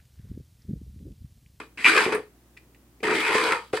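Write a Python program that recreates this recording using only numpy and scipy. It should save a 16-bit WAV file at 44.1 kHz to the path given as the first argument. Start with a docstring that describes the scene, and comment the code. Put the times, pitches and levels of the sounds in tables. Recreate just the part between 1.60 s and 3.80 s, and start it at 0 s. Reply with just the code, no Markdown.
"""Grout stirred in a bucket

A metal spatula stirs thick grout in a small plastic bucket on a kitchen counter. The blade clacks as ringing
modes, then drags sand over the plastic in short strokes: random clicks through wall resonances. Coarse grains
snag in showers of cracks, grit crunches, and low thuds and one higher knock ring with the bucket's modes.
Behind lie a small hard room of decaying noise echoes, quiet air noise and a faint two-tone mains hum."""
import sys
import numpy as np
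from scipy import signal
from scipy.fft import rfft, irfft, next_fast_len
from scipy.io import wavfile
from scipy.ndimage import uniform_filter1d

SR = 44100
rng = np.random.default_rng(int(sys.argv[2]) if len(sys.argv) > 2 else 0)


def transcribe(signal):
    """Save signal, clipped to [-1, 1], as a 16-bit WAV file at the path in sys.argv[1]."""
    frames = np.atleast_2d(signal).T
    limited = np.clip(frames, -1, 1)
    pcm = np.round(limited * 32767).astype(np.int16)
    wavfile.write(sys.argv[1], SR, pcm)


N = 97020
TIME = np.arange(N) / SR
GRAINS_PER_S, SAND_PER_S, LUMPS_PER_S = 2200, 4400, 610   # mean rates of random clicks
BUCKET_ECHO_T60_S = 0.027

# Strokes of the blade, levels before the layer gains:
# (time [s], rasp on the wall [dB], churning of the paste [dB], hiss of fine sand [dB])
STROKE_LEVELS = [
    [(0, -33, -38, -48), (.014, -38, -43, -58), (.07, -62.5, -57.5, -69)],
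    [(.174, -47, -52, -55.5), (.19, -44.5, -42, -49.5), (.243, -38.5, -55, -46.5), (.248, -21.5, -32, -33),
     (.266, -11, -36, -35), (.285, -16.5, -26.5, -27.5), (.332, -20.5, -30, -35.5),
     (.366, -18, -22.5, -32.5), (.415, -20, -27, -35), (.452, -24, -34.5, -36), (.475, -30, -25.5, -45),
     (.519, -32, -32, -49), (.526, -23, -21.5, -40.5), (.558, -27.5, -24.5, -51), (.61, -53, -40, -65),
     (.67, -71.5, -77.5, -80)],
    [(1.429, -68, -26.5, -82), (1.432, -26.5, -26.5, -41.5), (1.52, -22, -22.5, -42),
     (1.562, -24.5, -26, -37.5), (1.64, -23.5, -36, -41), (1.68, -20, -35, -36.5),
     (1.704, -22, -22.5, -39.5), (1.735, -22.5, -34.5, -36), (1.754, -19, -24, -33.5),
     (1.78, -23.5, -28.5, -36.5), (1.826, -23.5, -27, -37.5), (1.88, -24, -27.5, -37.5),
     (1.935, -23.5, -30, -42), (1.994, -37, -39.5, -52), (2.012, -58, -64, -57), (2.11, -62, -63, -67.5)],
    [(2.129, -67, -57, -51), (2.133, -24.5, -26.5, -43), (2.16, -38, -32, -43), (2.175, -25.5, -37, -37),
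     (2.2, -46, -32, -59)],
]
# The gap behind the blade opens and closes, tuning the paste: (time [s], resonance [Hz])
GAP_GLIDE = [(.28, 281), (.36, 460), (.43, 325), (.54, 420.7), (1.52, 390), (1.58, 313), (1.66, 395),
             (1.87, 471)]
GAP_WIDTH_HZ, BODY_DB = 56, -3.5   # BODY_DB: bucket body against gap
RASP_DB, PASTE_DB, SAND_DB = -3.5, -2.5, 1.9
JUDDER_HZ, JUDDER_DB = 88, 1.5     # stick and slip of the blade
SAND_ECHO_DB = 1                   # the hiss bounces round inside the bucket


def stroke_gains():
    """Rasp, paste and sand gains follow each stroke's levels and are silent between strokes."""
    gains = 0
    for stroke in STROKE_LEVELS:
        s, *columns = np.transpose(stroke)
        active = (TIME >= s[0]) * (TIME <= s[-1])
        gains = gains + np.array([from_db(np.interp(TIME, s, db)) for db in columns]) * active
    return gains


def churning_paste():
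    """Random lumps push the bucket's body and a gliding gap resonance."""
    body = rms_one(ring(grains(LUMPS_PER_S, spread_db=2), BUCKET_BODY))
    gap = rms_one(gliding(grains(LUMPS_PER_S, spread_db=2), GAP_GLIDE, GAP_WIDTH_HZ))
    return evened(coloured(from_db(BODY_DB) * body + gap, PASTE_COLOUR), size=1100)


def stirring():
    """Grains slip under the juddering blade and rasp the wall; paste churns in the bucket; fine sand hisses."""
    rasp_gain, paste_gain, sand_gain = stroke_gains()
    judder = from_db(JUDDER_DB * wander(JUDDER_HZ))
    coarse = grains(GRAINS_PER_S, spread_db=1.5)
    rasp = evened(wall(focused(coarse * judder)), size=900)

    fine = (coarse + grains(SAND_PER_S, spread_db=0)) * judder
    bounced = from_db(SAND_ECHO_DB) * echoes(fine, BUCKET_ECHO_T60_S, 0)
    sand = evened(sandy(fine + bounced), size=900)

    out = from_db(RASP_DB) * rasp_gain * rasp
    out = out + from_db(SAND_DB) * sand_gain * sand
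    return out + from_db(PASTE_DB) * paste_gain * churning_paste()


# Resonances of the wall under the blade: (frequency [Hz], width [Hz], mean level [dB])
WALL_RESONANCES = [(942, 160, -1.5), (1201.5, 62, 1), (1282, 63, 0.5), (1468, 232, -2.5), (1794, 152, -0.5),
                   (2102, 160, -1), (2438, 188, 2), (2603, 407, -5.5)]
# Colour of the rasp: (frequency [Hz], gain [dB])
RASP_COLOUR = [(100, -26), (300, -12), (750, 0.5), (1500, -3.5), (2500, -1), (3200, -1.5), (4500, -12.5),
               (8000, -30), (16000, -50)]
WALL_SHIFT_DB, WALL_SHIFT_HZ = 2.5, 7.04   # each resonance swells and fades as the blade travels


def wall(x):
    """The broad resonances of the plastic wall, each driven more or less as the blade moves on."""
    out = 0
    for k, (hz, width, db) in enumerate(WALL_RESONANCES):
        gain = from_db(db + WALL_SHIFT_DB * wander(WALL_SHIFT_HZ))
        sign = (-1) ** k   # neighbours alternate in polarity
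        out = out + sign * gain * signal.lfilter(*resonance(hz, width), x + 1e-18)
    return coloured(out, RASP_COLOUR)


# Resonance of the rasp, lower as the blade buries itself in paste: (time [s], centre [Hz])
RASP_GLIDE = [(0, 1250), (.179, 2070), (.273, 2050), (.318, 1690), (.6, 1187), (1.62, 1796), (1.89, 1700),
              (1.945, 1190)]
FOCUS_WIDTH_HZ, FOCUS_DB = 890, 11


def focused(x):
    """A broad resonance that glides with the blade's depth lifts part of the rasp."""
    return x + from_db(FOCUS_DB) * gliding(x, RASP_GLIDE, FOCUS_WIDTH_HZ)


# Colour of cracking sand: (frequency [Hz], gain [dB])
SAND_COLOUR = [(500, -26.5), (2500, 5.5), (4100, 5), (5400, 0.5), (6500, -6), (8200, -3), (9800, -9.5),
               (11500, -15.5), (15500, -28)]


def sandy(x):
    """The bright colour of cracking sand."""
    return coloured(x, SAND_COLOUR)


# The blade's edge chatters and a patch of wall groans:
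# one list per groan of (time [s], centre [Hz], level before GROAN_DB [dB])
GROAN_GLIDES = [
    [(.29, 1543, -16.5), (.365, 1520, -63), (.379, 1616, -16), (.42, 1560, -34.5)],
    [(1.44, 940, -33), (1.62, 870, -39.5), (1.77, 1047, -28.5), (1.93, 965, -30.5), (2.05, 884, -51.5)],
    [(1.915, 1360, -38), (1.934, 1348, -29.5), (2.07, 1210, -60)],
]
GROAN_WIDTH_HZ, GROAN_DB = 52, -1.5


def groans():
    """Slipping grains drive one narrow, gliding resonance of the wall into a rough tone."""
    out = 0
    for rows in GROAN_GLIDES:
        s, hz, db = np.transpose(rows)
        narrow = gliding(grains(GRAINS_PER_S, spread_db=0.5), rows, GROAN_WIDTH_HZ)
        tone = gliding(narrow, rows, FOCUS_WIDTH_HZ)
        level = from_db(GROAN_DB + np.interp(TIME, s, db)) * (TIME >= s[0]) * (TIME <= s[-1])
        out = out + level * evened(tone, size=600)
    return out


# The blade clacks against the wall: (time [s], strike level [dB])
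CLACK_HITS = [(.2450, -7), (.2536, -6.5), (.2607, -5), (.2644, -5.5), (.2872, -16), (.4557, -17.5)]
# Blade pressed on the wall: (frequency [Hz], level [dB], time to fall 60 dB [s])
PRESSED_BLADE = [(1500, -14, .1), (2007, -17.5, .09), (2090, -22.5, 0.16), (2368, -9, 0.11),
                 (2470, 0.5, 0.012), (2810, -16.5, 0.05)]
CLACK_DB, CLACK_TICK_DB = 0.5, -24.5


def clacks():
    """Hard touches ring the blade and crack the sand under it."""
    hits = clicks(CLACK_HITS)
    blade = from_db(CLACK_DB) * blade_band(ring(hits, PRESSED_BLADE))
    return blade + from_db(CLACK_TICK_DB) * crumbling(hits, sandy)


BLADE_LOW_HZ, BLADE_HIGH_HZ = 1750, 2973


def blade_band(x):
    """The thin blade radiates neither bass nor much treble."""
    band = signal.butter(2, [BLADE_LOW_HZ, BLADE_HIGH_HZ], "band", fs=SR, output="sos")
    return signal.sosfilt(band, x + 1e-18)


# The blade snags on a coarse grain: (time [s], level [dB])
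SNAG_HITS = [(.364, -13), (.3755, -6.5), (.523, -21.5), (1.431, -24.5), (1.509, -18.5), (1.781, -13.5),
             (1.921, -11), (2.1335, -29.5)]
SNAG_DB, SNAG_TICK_DB = -4, -15


def snags():
    """A coarse grain is crushed against the wall."""
    hits = clicks(SNAG_HITS)
    crush = from_db(SNAG_DB) * crumbling(hits, lambda x: wall(focused(x)))
    return crush + from_db(SNAG_TICK_DB) * crumbling(hits, sandy)


def crumbling(hits, shape, rise_s=.0005, decay_s=0.0062):
    """Each click sets off a swelling and dying shower of tiny cracks, heard through the given filter."""
    rise, fall = np.exp(-1 / (np.array([rise_s, decay_s]) * SR))
    envelope = signal.lfilter([1 - rise], np.convolve([1, -rise], [1, -fall]), hits + 1e-18)
    return envelope * evened(shape(grains(SAND_PER_S, spread_db=5.5)), size=220)


# Low thuds and one higher knock: (time [s], level [dB], ringing pitch [Hz])
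THUD_HITS = [(0.463, -15.5, 374), (.548, -21.5, 419), (1.405, -43.5, 390), (1.753, -16.5, 411),
             (2.1347, -26, 488), (2.135, -16.5, 1360), (2.137, -21, 741)]
# Bucket with its load of paste: (frequency [Hz], level [dB], time to fall 60 dB [s])
BUCKET_BODY = [(245, -17.5, 0.24), (327.7, -6.5, 0.11), (378, -6, 0.062), (429.6, -0.5, 0.097),
               (473, -6.5, 0.013), (743, -9, 0.063)]
# Colour of the paste: (frequency [Hz], gain [dB])
PASTE_COLOUR = [(25, -36), (70, -12), (150, -8.5), (300, -3.5), (480, -0.5), (600, -3.5), (750, -0.5),
                (1200, -16), (4000, -44.5)]
THUD_DB, THUD_TONE_T60_S, THUD_TONE_DB = -6, 0.095, 4.5


def thuds():
    """Each hit rings a dying sine at its own pitch and pushes the bucket's low modes."""
    tones = 0
    for s, db, hz in THUD_HITS:
        tones = tones + ring(clicks([(s, db)]), [(hz, THUD_TONE_DB, THUD_TONE_T60_S)])
    body = ring(clicks([(s, db) for s, db, hz in THUD_HITS]), BUCKET_BODY)
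    return from_db(THUD_DB) * coloured(tones + body, PASTE_COLOUR)


# A clump of grit is smeared along the wall: (time [s], level [dB], pitch [Hz])
GRIT_CLUMPS = [(0.546, -41.5, 9300), (1.551, -31.5, 3560), (1.602, -29.5, 3000), (1.748, -38, 6660),
               (1.836, -32, 4000), (1.871, -31.5, 2900)]
CLUMP_WIDTH_SHARE = 0.13   # resonance width over its pitch
CLUMP_RISE_S, CLUMP_DECAY_S, CLUMP_DB = 0.0011, 0.012, 1.5


def clumps():
    """Each clump of grit gives a short, bright crunch with a pitch of its own."""
    out = 0
    for s, db, hz in GRIT_CLUMPS:
        b, a = resonance(hz, CLUMP_WIDTH_SHARE * hz)
        pitched = lambda x: signal.lfilter(b, a, x + 1e-18)
        out = out + crumbling(clicks([(s, db)]), pitched, CLUMP_RISE_S, CLUMP_DECAY_S)
    return from_db(CLUMP_DB) * out


# The blade brushes the wall between strokes: (time [s], level [dB])
BRUSH_HITS = [(.9675, -44), (.972, -38), (1.147, -49.5), (1.403, -45)]
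# The blade's tip, touched lightly: (frequency [Hz], level [dB], time to fall 60 dB [s])
BLADE_TIP = [(2010, -2, 0.036), (2570, -15, 0.059)]
BRUSH_DB, BRUSH_TICK_DB, TIP_DB = -6, -15, -5


def brushes():
    """Light, gritty touches that ring only the blade's tip."""
    hits = clicks(BRUSH_HITS)
    grit = from_db(BRUSH_DB) * crumbling(hits, lambda x: blade_band(wall(x)))
    ticks = from_db(BRUSH_TICK_DB) * crumbling(hits, sandy)
    return grit + ticks + from_db(TIP_DB) * blade_band(ring(hits, BLADE_TIP))


RUB_START_S, RUB_END_S, RUB_DB = .175, .245, -36.5   # a light rub just before the first clack


def rub():
    """Fine grains slide under the bare blade."""
    active = (TIME > RUB_START_S) * (TIME < RUB_END_S)
    slide = blade_band(wall(grains(SAND_PER_S, spread_db=1)))
    return from_db(RUB_DB) * active * evened(slide, size=900)


# Colour of the room air: (frequency [Hz], gain [dB])
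AIR_COLOUR = [(25, -29), (50, -2), (330, 1.5), (500, -9), (1300, -16), (4000, -24)]
# Mains hum: (frequency [Hz], rms level [dB])
HUM_TONES = [(59.5, -62), (120, -69)]
AIR_DB = -60


def background():
    """Quiet room air is coloured noise, partly different on each side; mains hum is steady sines."""
    mid, side = rms_one(coloured(rng.standard_normal((2, N)), AIR_COLOUR))
    air = from_db(AIR_DB) * (mid + coloured(side, SIDE_SPREAD) * [[1], [-1]])
    hum = 0
    for hz, db in HUM_TONES:
        hum = hum + np.sqrt(2) * from_db(db) * np.sin(2 * np.pi * (hz * TIME + rng.random()))
    return air + hum


def from_db(db):
    """Decibels to gain."""
    return 10 ** (np.asarray(db) / 20)


def rms_one(x):
    """Scale to unit power."""
    return x / np.sqrt(np.mean(x ** 2) + 1e-20)


def evened(x, size):
    """Hold the power near one over a window of samples, keeping the finer grain."""
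    power = np.abs(uniform_filter1d(x ** 2, size))
    return x / np.sqrt(power + 1e-4 * np.mean(x ** 2))


def grains(per_s, spread_db):
    """Random clicks of either polarity, most small and a few large."""
    sizes = from_db(spread_db * np.minimum(rng.exponential(1, N), 4)) * rng.choice([-1, 1], N)
    return sizes * (rng.random(N) < per_s / SR)


def clicks(rows):
    """One click for each (time [s], level [dB]) row."""
    out = np.zeros(N)
    for s, db in rows:
        out[int(np.clip(s * SR, 0, N - 1))] += from_db(db)
    return out


def wander(hz):
    """A random swing of unit spread, with little movement faster than hz."""
    lowpass = signal.butter(2, hz, fs=SR, output="sos")
    return rms_one(signal.sosfilt(lowpass, rng.standard_normal(N)))


def ring(x, modes):
    """Each mode answers a unit click with a dying sine."""
    out = 0
    for hz, db, t60 in modes:
        r, w = from_db(-60 / (t60 * SR)), 2 * np.pi * hz / SR
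        sine = signal.lfilter([0, np.sin(w)], [1, -2 * r * np.cos(w), r * r], x + 1e-18)
        out = out + from_db(db) * sine
    return out


def resonance(hz, width_hz):
    """Filter coefficients of one resonance, with unit gain on top."""
    r = np.exp(-np.pi * width_hz / SR)
    return np.array([1, 0, -1]) * (1 - r * r) / 2, [1, -2 * r * np.cos(2 * np.pi * hz / SR), r * r]


def gliding(x, points, width_hz):
    """A resonance whose centre follows a (time [s], centre [Hz]) curve, in steps of 128 samples."""
    s, hz = np.transpose(points)[:2]
    state, out = np.zeros(2), np.zeros(N)
    for i in range(0, N, 128):
        b, a = resonance(np.interp(i / SR, s, hz), width_hz)
        out[i:i + 128], state = signal.lfilter(b, a, x[i:i + 128], zi=state)
    return out


def coloured(x, points, share=1):
    """Causal (minimum-phase) filter that follows a share of a (frequency [Hz], gain [dB]) curve."""
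    size = 2 * next_fast_len(N)
    hz, db = np.transpose(points)
    curve = share * np.interp(np.log(np.arange(size // 2 + 1) * SR / size + 1), np.log(hz), db)
    # folding the cepstrum onto positive time gives the minimum phase
    cepstrum = irfft(np.log(from_db(curve)))
    cepstrum[1:size // 2] *= 2
    cepstrum[size // 2 + 1:] = 0
    return irfft(rfft(x, size) * np.exp(rfft(cepstrum)))[..., :N]


def echoes(x, t60, delay_s):
    """Dense reflections of unit energy that die away."""
    tail = rng.standard_normal(N) * from_db(-60 * TIME / t60) * (TIME >= delay_s)
    return signal.fftconvolve(x, tail / np.linalg.norm(tail))[:N]


# Colour of what differs between the microphones: (frequency [Hz], side gain [dB])
SIDE_SPREAD = [(400, -14.5), (750, -11.5), (1300, -3), (4400, -1)]
# Tilt between the microphones, of which each takes a share: (frequency [Hz], left over right [dB])
LEFT_RIGHT_TILT = [(740, 1), (1400, 1.5), (2700, 0), (4900, -7.5), (7000, 8.5)]
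ROOM_T60_S, ROOM_DB, ROOM_DELAY_S = 0.24, -11, 0.0074
SIDE_GRAIN_DB, SIDE_ECHO_DB, SIDE_ROOM_DB = -5, -11.5, -12


def scene():
    """Two microphones hear the bucket directly, off its walls and through the room, with some grains each."""
    direct = stirring() + groans() + clacks() + snags() + thuds() + clumps() + brushes() + rub()
    mid = direct + from_db(ROOM_DB) * echoes(direct, ROOM_T60_S, ROOM_DELAY_S)

    # fresh random grains and echoes, added on the left and subtracted on the right
    side = from_db(SIDE_GRAIN_DB) * (stirring() + groans() + clumps())
    side = side + from_db(SIDE_ECHO_DB) * echoes(direct, BUCKET_ECHO_T60_S, 0)
    side = side + from_db(SIDE_ROOM_DB) * echoes(direct, ROOM_T60_S, ROOM_DELAY_S)
    side = coloured(side, SIDE_SPREAD)

    left = coloured(mid + side, LEFT_RIGHT_TILT, share=0.42)
    right = coloured(mid - side, LEFT_RIGHT_TILT, share=-0.39)
    return np.array([left, right]) + background()


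CUTOFF_HZ = 15900


def record(dry):
    """Peaks are rounded and the top is cut."""
    rounded = dry / (1 + (dry / .85) ** 4) ** .25
    return signal.sosfilt(signal.ellip(12, .1, 90, CUTOFF_HZ, fs=SR, output="sos"), rounded)


dry = scene()
out = record(dry)
transcribe(out)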